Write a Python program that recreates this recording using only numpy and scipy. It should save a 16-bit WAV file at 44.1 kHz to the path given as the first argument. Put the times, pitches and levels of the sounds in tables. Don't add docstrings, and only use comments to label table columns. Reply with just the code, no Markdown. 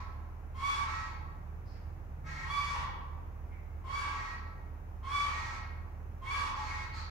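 import sys
import numpy as np
from scipy import signal
from scipy.fft import rfft, irfft, next_fast_len
from scipy.io import wavfile
from scipy.ndimage import map_coordinates

SR = 44100
rng = np.random.default_rng(int(sys.argv[2]) if len(sys.argv) > 2 else 0)


def dump_mix(stems):
    frames = np.atleast_2d(stems).T
    limited = np.clip(frames, -1, 1)
    pcm = np.round(limited * 32767).astype(np.int16)
    wavfile.write(sys.argv[1], SR, pcm)


N = 313110


def amp(db):
    return 10 ** (np.asarray(db) / 20)


def unit(x):
    return x / np.sqrt(np.mean(x ** 2) + 1e-20)


def along(points, hz):
    f, value = np.transpose(points)
    return np.interp(np.log(hz + 1), np.log(f + 1), value)


def ramp(x, start, span):
    return np.clip((x - start) / max(span, 1e-4), 0, 1)


def wobble(rate, size):
    knots = rng.standard_normal(N // 16)
    return map_coordinates(knots, [np.arange(size) * rate / SR], mode="wrap")


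def cycles(hz):
    return 2 * np.pi * np.cumsum(hz) / SR


def gate(length, edge):
    t = np.arange(int(length * SR)) / SR
    to_nearest_end = np.minimum(t, length - t)
    return t / length, np.sin(np.pi / 2 * np.clip(to_nearest_end / edge, 0, 1))


def filtered(x, response):
    m = next_fast_len(x.shape[-1] + 8192)
    spectrum = rfft(x, m) * response(np.fft.rfftfreq(m, 1 / SR))
    return irfft(spectrum, m)[..., :x.shape[-1]]


def noise(spectrum, size):
    white = rng.standard_normal(N)[:size]
    return unit(filtered(white, lambda hz: amp(along(spectrum, hz))))


# f/Hz, likeness (0 to 1)
LIKENESS = [(40, 0.25), (150, 0.94), (350, 0.91), (700, 0.41), (2000, 0.067), (12000, 0.033)]


def rush(spectrum):
    def mid_and_side_gain(hz):
        turn = np.arccos(np.clip(along(LIKENESS, hz), -1, 1)) / 2
        return amp(along(spectrum, hz)) * [np.cos(turn), np.sin(turn)]

    mid, side = filtered(rng.standard_normal((2, N)), mid_and_side_gain)
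    return unit(np.array([mid + side, mid - side]))


# f/Hz, relative level/dB per Hz
FLOOR_COLOUR = [(120, -17), (220, -5), (300, 1), (520, -2.5), (800, -0.5), (1200, -5), (1900, -12),
                (2500, -16.5), (3200, -27), (4500, -32), (6500, -28), (8500, -42), (11500, -31),
                (15600, -31)]


def noise_floor(level_db=-58):
    return amp(level_db) * rush(FLOOR_COLOUR)


# f/Hz, relative level/dB per Hz
RUMBLE_COLOUR = [(22, -40), (33, -9), (46, -16), (55, 9.5), (68, 10), (95, 6.5), (128, 3), (160, -6),
                 (220, -9), (330, -52)]


def rumble(level_db=-50, surge_s=2.81, surge_width_s=0.1, surge_db=6):
    t = np.arange(N) / SR
    surge = np.exp(-((t - surge_s) / surge_width_s) ** 2)
    return amp(level_db + surge_db * surge) * rush(RUMBLE_COLOUR)


# f/Hz, level/dB
HUM_LINES = [(38.55, -48.5), (100, -60), (174, -68.5), (252, -72.5)]
# t/s of the peak, level/dB at the peak
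FAR_SWELLS = [(1.27, -56.5), (2.3, -51.5)]


def motors(blade_db=-46.5, blade_hz=77, throb_hz=3.1, throb_db=2, sway=.8, drone_hz=150.5):
    rise_db_per_s, fall_db_per_s = 80, 20.5
    t = np.arange(N) / SR

    def line(hz, bend=0):
        wander = 0.12 * wobble(2.83, N)
        return np.sqrt(2) * np.sin(2 * np.pi * (hz * t + rng.random()) + bend + wander)

    throb = np.sin(2 * np.pi * throb_hz * t)
    blade = amp(blade_db - throb_db * throb) * line(blade_hz, sway * throb)
    hum = sum(amp(db) * line(hz) for hz, db in HUM_LINES)
    swells = np.zeros(N)
    for peak_s, db in FAR_SWELLS:
        below_peak = np.maximum(rise_db_per_s * (peak_s - t), fall_db_per_s * (t - peak_s))
        swells += amp(db - below_peak)
    return blade + hum + swells * line(drone_hz)


# f/Hz, lead/rad
LEFT_LEAD = [(40, -0.44), (70, -0.04), (150, -0.21), (400, -0.54), (1000, -1.77)]


def background():
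    hum = motors() * amp([[-2.2], [1.8]])
    bed = hum + rumble() * amp([[-1], [1]]) + noise_floor()
    return filtered(bed, lambda hz: np.exp(1j * np.outer([1, 0], along(LEFT_LEAD, hz))))


# f/Hz, time/s
REVERB_TIME = [(200, 3.4), (1100, 1.15), (2200, 0.85), (4500, 0.72), (8000, 0.34), (15000, 0.11)]


def room(x, direct_db=-10):
    hz, t, z = signal.stft(rng.standard_normal((2, 3 * SR // 2)), SR, nperseg=256)
    decay = amp(-60 * t / along(REVERB_TIME, hz)[:, None])
    decay = decay / np.linalg.norm(decay, axis=1, keepdims=True)
    tail = signal.istft(z * decay, SR, nperseg=256)[1]
    tail /= np.linalg.norm(tail, axis=1, keepdims=True)
    tail[:, 0] += amp(direct_db)
    return signal.fftconvolve(x[None], tail, axes=1)


# t/s, length/s, f/Hz, bandwidth/Hz, dry level/dB before the soft edges
SQUEAKS = [(1.649, 0.12, 4900, 1300, -69), (1.715, 0.075, 1890, 1200, -64.5),
           (3.505, 0.053, 2150, 324, -56), (6.911, 0.15, 4350, 574, -52)]


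def squeak(length, hz, width_hz, db):
    u, window = gate(length, edge=0.029)
    white = rng.standard_normal(N)[:len(u)]
    ring = filtered(white, lambda f: 1 / (1 + ((f - hz) / width_hz * 2) ** 2) ** 0.89)
    return amp(db) * window * unit(ring)


# t/s, length/s, dry starting level/dB before the swell-in, fade over the length/dB,
# mouth resonance at start f/Hz, at end f/Hz, its lift/dB, hiss against voice/dB,
# pitch scatter (share of f at 1500 Hz)
CROAKS = [(-.2, .18, -42.5, 5, 1110, 1090, 12, -3.5, 0.012),
          (.851, 0.26, -39, 11.5, 2300, 1150, 6, -3.5, 0.0096),
          (2.235, 0.228, -43.5, 0.5, 1600, 1900, 10.5, -5.5, .02),
          (4.093, 0.27, -41.5, 7.5, 2200, 1600, 6, -5, 0.011),
          (5.297, 0.3, -41, 8, 2230, 1580, 5, -1.5, .01), (6.53, 0.19, -41, 1.5, 855, 774, 8.5, -5, 0.01),
          (6.661, 0.2, -42, 4.5, 2430, 2470, 6.5, -3, 0.009),
          (6.915, 0.13, -47, 9, 1320, 1340, 17, 3, 0.021)]
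# f/Hz, relative level/dB
CROAK_PARTIALS = [(858, -4), (1020, -8), (1100, -3), (1312, -1), (1618, -8), (1896, -2.5), (2180, -2.5),
                  (2465, -15), (3820, -16), (4110, -16), (4390, -13), (4590, -17)]
# f/Hz, relative level/dB per Hz
CROAK_BREATH = [(500, -10), (900, 18), (1400, 13), (2300, 13), (3100, 3), (4500, 3), (6500, 0.5),
                (8000, -9.5), (9500, -20), (11300, -16.5), (15500, -39)]


def croak(length, level_db, fade_db, mouth_start_hz, mouth_end_hz, mouth_db, hiss_db, scatter,
          mouth_octaves=0.51, flicker_db=3, attack_s=0.036):
    u, window = gate(length, edge=0.014)
    n = len(u)
    mouth_hz = mouth_start_hz * (mouth_end_hz / mouth_start_hz) ** u
    voice = np.zeros(n)
    for hz, db in CROAK_PARTIALS:
        lift = mouth_db * np.exp(-(np.log2(hz / mouth_hz) / mouth_octaves) ** 2)
        stray_hz = scatter * np.sqrt(hz * 1500) * wobble(157.2, n)
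        level = amp(db + lift + flicker_db * wobble(26.9, n))
        voice += level * np.sin(cycles(hz + stray_hz))
    air_swell = gate(length, edge=0.047)[1]
    air = amp(hiss_db) * air_swell * noise(CROAK_BREATH, n)
    envelope = window * ramp(u * length, 0, attack_s) * amp(level_db - fade_db * u)
    return envelope * (unit(voice) + air)


# whistle level/dB,
# rasp level/dB, hiss level/dB; lift of overtones above the second/dB, extra whistle loss at the end/dB
CRIES = [(0.54, .315, 1139, -28, -36.5, -40.5, 1, 20), (2.407, .44, 1144, -27, -37, -43.5, -0.5, -2),
         (3.835, .28, 1140, -28.5, -36, -42.5, -1.5, 29), (5.025, .3, 1146, -28, -35, -40.5, 3, 36),
         (6.21, 0.302, 1138, -28.5, -35.5, -41, 1.5, 16)]
# multiple of the pitch, relative level/dB
WHISTLE_OVERTONES = [(1, 0), (2, -8.5), (3, -15), (4, -21), (5, -31), (6, -37), (7, -42), (8, -46),
                     (9, -43), (10, -45)]
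# flutter steps from the whistle, relative level/dB
FLUTTER_TONES = [(6, -52), (-8, -24), (0, 13), (1, -3), (3, 7), (17, -25), (7, 16.5)]
# f/Hz, relative level/dB per Hz
RASP_COLOUR = [(300, -17), (560, -10.5), (740, -13.5), (860, 2), (1080, 7), (1320, -4), (1480, -17),
               (1640, -22.5), (1900, -1), (2200, -25.5), (2500, -11), (3600, -15), (6000, -61)]
# f/Hz, relative level/dB per Hz
CRY_BREATH = [(600, -53), (1000, 17), (2500, 1.5), (4000, -1), (5500, -1.5), (6800, -6.5), (8500, -13.5),
              (11000, -15.5), (12500, -25), (15500, -65)]

SCOOP, CLIMB_S, SAG = .085, .12, 0.0546
ATTACK_S, ATTACK_DB, HOLD, RELEASE_DB = 0.057, 9.5, 0.594, 7
BLOOM_S, BLOOM_CURVE, HISS_ATTACK_DB, DULL_DB_PER_OCTAVE = 0.18, 2.15, 22, 5
JUMP_S, JUMP_EDGE_S, SOFT_DB, TIRE_DB_PER_S = 0.091, 0.0034, 11, 56
FLUTTER_AT, RASP_AT, BREAK_SPAN, CLEAN_DB = 0.15, 0.71, 0.072, 10
FLUTTER_DB, RASP_FLARE_DB = -43, 3


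def cry(length, top_hz, whistle_db, rasp_db, hiss_db, shrill_db, loss_db, flutter_hz=164, brighten=0.18):
    u, window = gate(length, edge=0.015)
    n, t = len(u), u * length

    weak, spent = 1 - ramp(t, 0, ATTACK_S), ramp(u, HOLD, 1 - HOLD)
    effort = -ATTACK_DB * weak - RELEASE_DB * spent
    soft_start = SOFT_DB * (1 - ramp(t, JUMP_S, JUMP_EDGE_S))
    tiring = TIRE_DB_PER_S * (t - ATTACK_S)
    tone_db = effort - soft_start - tiring - loss_db * spent
    side_db = effort - CLEAN_DB * (1 - ramp(u, FLUTTER_AT, BREAK_SPAN))
    rasp_curve = effort - CLEAN_DB * (1 - ramp(u, RASP_AT, BREAK_SPAN))
    dull = (1 - ramp(t, 0, BLOOM_S)) ** BLOOM_CURVE
    hiss_curve = -HISS_ATTACK_DB * dull - RELEASE_DB * spent

    pitch = 1 - SCOOP * (1 - ramp(t, 0, CLIMB_S)) - SAG * spent
    jitter = .004 + .1 * np.abs(1 - pitch)
    phase = cycles(top_hz * pitch * (1 + jitter * wobble(267.6, n)))
    beat = cycles(flutter_hz * (1 + 0.037 * wobble(122.5, n)))

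    whistle = np.zeros(n)
    for k, db in WHISTLE_OVERTONES:
        lift = np.log2(k) * (brighten * effort - DULL_DB_PER_OCTAVE * dull) + shrill_db * (round(k) > 2)
        whistle += amp(db + lift) * np.sin(round(k) * phase)
    sides = np.zeros(n)
    for k, db in FLUTTER_TONES:
        level = amp(db + 7.3 * wobble(13.1, n))
        sides += level * np.sin(phase + round(k) * beat + 2 * np.pi * rng.random())

    flares = RASP_FLARE_DB * wobble(46, n)
    rasp = amp(rasp_db + rasp_curve + flares) * noise(RASP_COLOUR, n)
    hiss = amp(hiss_db + hiss_curve) * noise(CRY_BREATH, n)
    voice = amp(whistle_db + tone_db) * unit(whistle) + amp(FLUTTER_DB + side_db) * unit(sides)
    return window * (voice + rasp + hiss)


def add(out, s, sound):
    start = round(s * SR)
    sound = sound[:, max(-start, 0):N - start]
    out[:, max(start, 0):][:, :sound.shape[1]] += sound


def scene():
    calls = np.zeros((2, N))
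    for source, table in (squeak, SQUEAKS), (croak, CROAKS), (cry, CRIES):
        for s, *settings in table:
            add(calls, s, room(source(*settings)))
    return calls * amp([[-.4], [.4]]) + background()


def record(dry, top_hz=15700):
    t = np.arange(N) / SR
    fade = np.clip(np.minimum(t, t[::-1]) / .004, 0, 1)
    return filtered(dry * fade, lambda hz: hz < top_hz)


dry = scene()
out = record(dry)
dump_mix(out)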